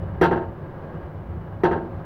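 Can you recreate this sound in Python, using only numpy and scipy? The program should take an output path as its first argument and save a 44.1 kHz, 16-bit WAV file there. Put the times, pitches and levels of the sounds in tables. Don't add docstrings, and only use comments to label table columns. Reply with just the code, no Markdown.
import sys
import numpy as np
from scipy import signal
from scipy.fft import rfft, irfft, next_fast_len
from scipy.io import wavfile

SR = 44100
rng = np.random.default_rng(int(sys.argv[2]) if len(sys.argv) > 2 else 0)


def file_out(sig):
    cols = np.atleast_2d(sig).T
    lim = np.clip(cols, -1, 1)
    pcm = np.round(lim * 32767).astype(np.int16)
    wavfile.write(sys.argv[1], SR, pcm)


N = 90404
T = np.arange(N) / SR
FFT_SIZE = next_fast_len(N)
FFT_HZ = np.arange(FFT_SIZE // 2 + 1) * SR / FFT_SIZE

# f/Hz, relative density/dB
HISS_COLOUR = [(3000, -2), (7500, -7.5), (10000, -7), (14000, -2.5), (16000, 0)]
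RUSH_COLOUR = [(200, -0.5), (275, -4), (345, 3.5), (440, -2.5), (540, -2), (750, -4.5), (1100, -8.5),
               (1420, -14), (1600, -16.5), (2000, -21.5), (2500, -29.5), (2980, -32), (3500, -36.5),
               (5000, -45.5), (7000, -59), (16000, -80)]
RUMBLE_COLOUR = [(12, -43.5), (22, -38), (35, -12.5), (55, 11), (68, 14.5), (84, 17), (105, 21), (125, -1),
                 (200, 1.5), (300, -9.5), (600, -66.5)]
# t/s, level/dB
RUSH_LEVEL = [(0, -41), (.3, -43), (.55, -43.5), (.75, -42), (.95, -41), (1.15, -43.5), (1.55, -43.5),
              (1.85, -42), (2.05, -42)]
RUMBLE_LEVEL = [(0, -29.5), (.1, -31.5), (.2, -34.5), (.4, -36.5), (.485, -38.5), (.57, -41), (.85, -43),
                (.98, -38), (1.12, -41.5), (1.22, -33.5), (1.31, -28.5), (1.45, -39), (1.7, -34),
                (1.87, -42), (1.96, -31), (2.05, -48.5)]
BOOM_LEVEL = [(0, 4), (.35, 7), (.57, -2.5), (.67, 4), (.8, 1.5), (.98, 6), (1.15, -1.5), (1.32, 1),
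              (1.45, 3.5), (1.8, -2.5), (2.05, 2)]
# f/Hz, half-width/Hz, relative level/dB
DUCT_MODES = [(95.4, 14, -62.5), (157, 23.2, -41.5), (350, 31, -55.5), (546.3, 17, -52.5),
              (1622, 46, -62.5), (2940, 20, -78)]
# t/s, level/dB
PUFFS = [(.478, -23), (1.03, -24)]
# f/Hz, relative density/dB
EARLY_COLOUR = [(100, -2.5), (200, -15), (280, -14.5), (360, 1), (480, -1.5), (610, -13), (930, -2),
                (1170, -10), (1400, -6.5), (1700, -8), (1950, -17.5), (2330, -25.5), (2680, -23),
                (4000, -35), (6500, -54.5), (16000, -75.5)]
LATE_COLOUR = [(70, -27.5), (170, 11.5), (280, -17.5), (370, -1), (500, -1.5), (610, -0.5), (760, 2),
               (930, -19.5), (1170, -20), (1650, -16), (1900, -34), (2330, -26.5), (2650, -27.5),
               (4000, -25), (5200, -38.5), (6500, -55.5), (16000, -51)]
# f/Hz, t60/s
LATE_T60 = [(100, 0.37), (400, 0.51), (1000, 0.53), (2000, 0.59), (4000, 0.23), (12000, 0.091)]
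# f/Hz, relative level/dB, t60/s
PANEL_HZ = [176, 241, 334, 365, 445, 492, 549, 676, 779, 809, 910, 998, 1090, 1265, 1388, 1495, 1597, 1695,
            2690]
PANEL_DB = [-32.5, -24, -20, -19.5, -24, -29.5, -29, -26, -25.5, -28.5, -17.5, -30, -28.5, -34.5, -27.5,
            -36, -24, -28.5, -38.5]
PANEL_T60 = [0.9, 0.63, .55, 0.57, 0.54, 0.39, 0.51, 0.46, 0.25, 0.56, 0.36, 0.35, 0.33, 0.23, 0.26, .32,
             0.26, 0.18, 0.19]
# t/s, level/dB, extra bass/dB, extra treble/dB
FLAP_HITS = [(0.213, 0, 0, 2.5), (.2355, -3, -12.5, 4), (0.3113, -5.5, 0, -11), (.359, -12, -5.5, -12),
             (.409, -17, -4.5, -24.5), (1.6351, -1.5, 0, -3), (1.6465, -13, -6, -10),
             (1.7120, -6, -4.5, -13.5), (1.761, -17.5, 7, -14.5)]


def from_db(db):
    return 10 ** (np.asarray(db) / 20)


def rms_one(x):
    return x / np.sqrt(np.mean(x ** 2) + 1e-20)


def in_time(rows):
    return np.interp(T, *np.transpose(rows))


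def at_hz(points, hz):
    f, value = np.transpose(points)
    return np.interp(np.log(np.maximum(hz, 1)), np.log(f), value)


def noise(gain_at):
    phases = np.exp(2j * np.pi * rng.random(len(FFT_HZ)))
    return rms_one(irfft(gain_at(FFT_HZ) * phases, FFT_SIZE)[:N])


def coloured(spectrum):
    return noise(lambda hz: from_db(at_hz(spectrum, hz)))


def dying(t60, rise_s):
    return (1 - np.exp(-T / rise_s)) * np.exp(-np.log(1000) * T / t60)


def bandpass(x, band_hz, order):
    return signal.sosfilt(signal.butter(order, band_hz, "band", fs=SR, output="sos"), x)


def struck(ring, hz, power=1, bass_hz=563, treble_hz=3220):
    out = np.zeros(N)
    bass_share = 1 / (1 + (hz / bass_hz) ** 4)
    treble_share = 1 / (1 + (treble_hz / hz) ** 2)
    for s, db, bass_db, treble_db in FLAP_HITS:
        start = int(s * SR)
        gain = from_db(db + bass_db * bass_share + treble_db * treble_share)
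        out[start:] += gain ** power * ring[:N - start]
    return out


def wind(flutter_hz=12, flutter_db=0.64, rush_gain_db=3):
    flutter = noise(lambda hz: hz * np.exp(-hz / flutter_hz))
    rush = from_db(in_time(RUSH_LEVEL) + rush_gain_db + flutter_db * flutter) * coloured(RUSH_COLOUR)
    rumble = from_db(in_time(RUMBLE_LEVEL)) * coloured(RUMBLE_COLOUR)
    boom = sum(from_db(db) * noise(lambda f: 1 / (1 + ((f - hz) / width) ** 2))
               for hz, width, db in DUCT_MODES)
    return rush + rumble + from_db(in_time(BOOM_LEVEL)) * boom


def duct_puffs(hz=67):
    swing = np.sin(2 * np.pi * hz * T) * dying(t60=0.12, rise_s=0.0089)
    return sum(from_db(db) * np.interp(T - s, T, swing, left=0) for s, db in PUFFS)


def reflections(peak_s=0.014, sharpness=1.28):
    spectra = rfft(np.array([coloured(EARLY_COLOUR), coloured(LATE_COLOUR)]), FFT_SIZE)
    swell = from_db(-16.5) * (T / peak_s * np.exp(1 - T / peak_s)) ** sharpness
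    edges_hz = np.geomspace(40, 18000, 15)
    out = np.zeros(N)
    for low, high in zip(edges_hz, edges_hz[1:]):
        centre = np.sqrt(low * high)
        in_band = (FFT_HZ >= low) & (FFT_HZ < high)
        early, late = irfft(spectra * in_band, FFT_SIZE)[:, :N]
        tail = from_db(-21) * dying(at_hz(LATE_T60, centre), rise_s=0.0017)
        out += struck(swell * early + tail * late, centre)
    return out


def hood_ring(rise_s=0.008, waver_hz=20, waver_depth=0.25):
    out = np.zeros(N)
    for hz, db, t60 in zip(PANEL_HZ, PANEL_DB, PANEL_T60):
        waver = [waver_depth * noise(lambda f: np.exp(-(f / waver_hz) ** 2)) for _ in range(2)]
        phase = 2 * np.pi * (hz * T + rng.random())
        tone = (1 + waver[0]) * np.sin(phase) + waver[1] * np.cos(phase)
        energy = struck(dying(t60, rise_s) ** 2, hz, power=2)
        out += from_db(db) * tone * np.sqrt(energy)
    return out


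def flap_slams(thud_hz=368.3, clack_hz=(400, 1940), slap_hz=(600, 1760), crack_hz=4000, tink_hz=5810):
    thud_shape = (1 - np.exp(-T / 0.0012)) * np.exp(-(T / 0.018) ** 2)
    thud = from_db(-7.5) * np.sin(2 * np.pi * thud_hz * T) * thud_shape
    click = bandpass((T == 0) + 1e-18, clack_hz, order=4)
    clack = from_db(-22.5) * click / np.abs(click).max()
    slap_noise = rms_one(bandpass(rng.standard_normal(N), slap_hz, order=3))
    slap = from_db(-22) * slap_noise * dying(t60=0.028, rise_s=0.00035)
    bright_noise = noise(lambda hz: hz / (hz + crack_hz))
    crack = from_db(-48.5) * bright_noise * dying(t60=0.13, rise_s=0.0006)
    edge_noise = noise(lambda hz: np.exp(-((hz - tink_hz) / 110) ** 2))
    tink = from_db(-47.5) * edge_noise * dying(t60=0.12, rise_s=0.0023)
    return (struck(thud, thud_hz) + struck(clack + slap, np.mean(slap_hz))
            + struck(crack, 2 * crack_hz) + struck(tink, tink_hz))


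def scene():
    return (flap_slams() + hood_ring() + reflections() + wind() + duct_puffs())[None]


def record(dry, stop_hz=16900):
    hiss = from_db(-73) * coloured(HISS_COLOUR)
    return signal.sosfilt(signal.cheby2(16, 70, stop_hz, fs=SR, output="sos"), dry + hiss)


dry = scene()
out = record(dry)
file_out(out)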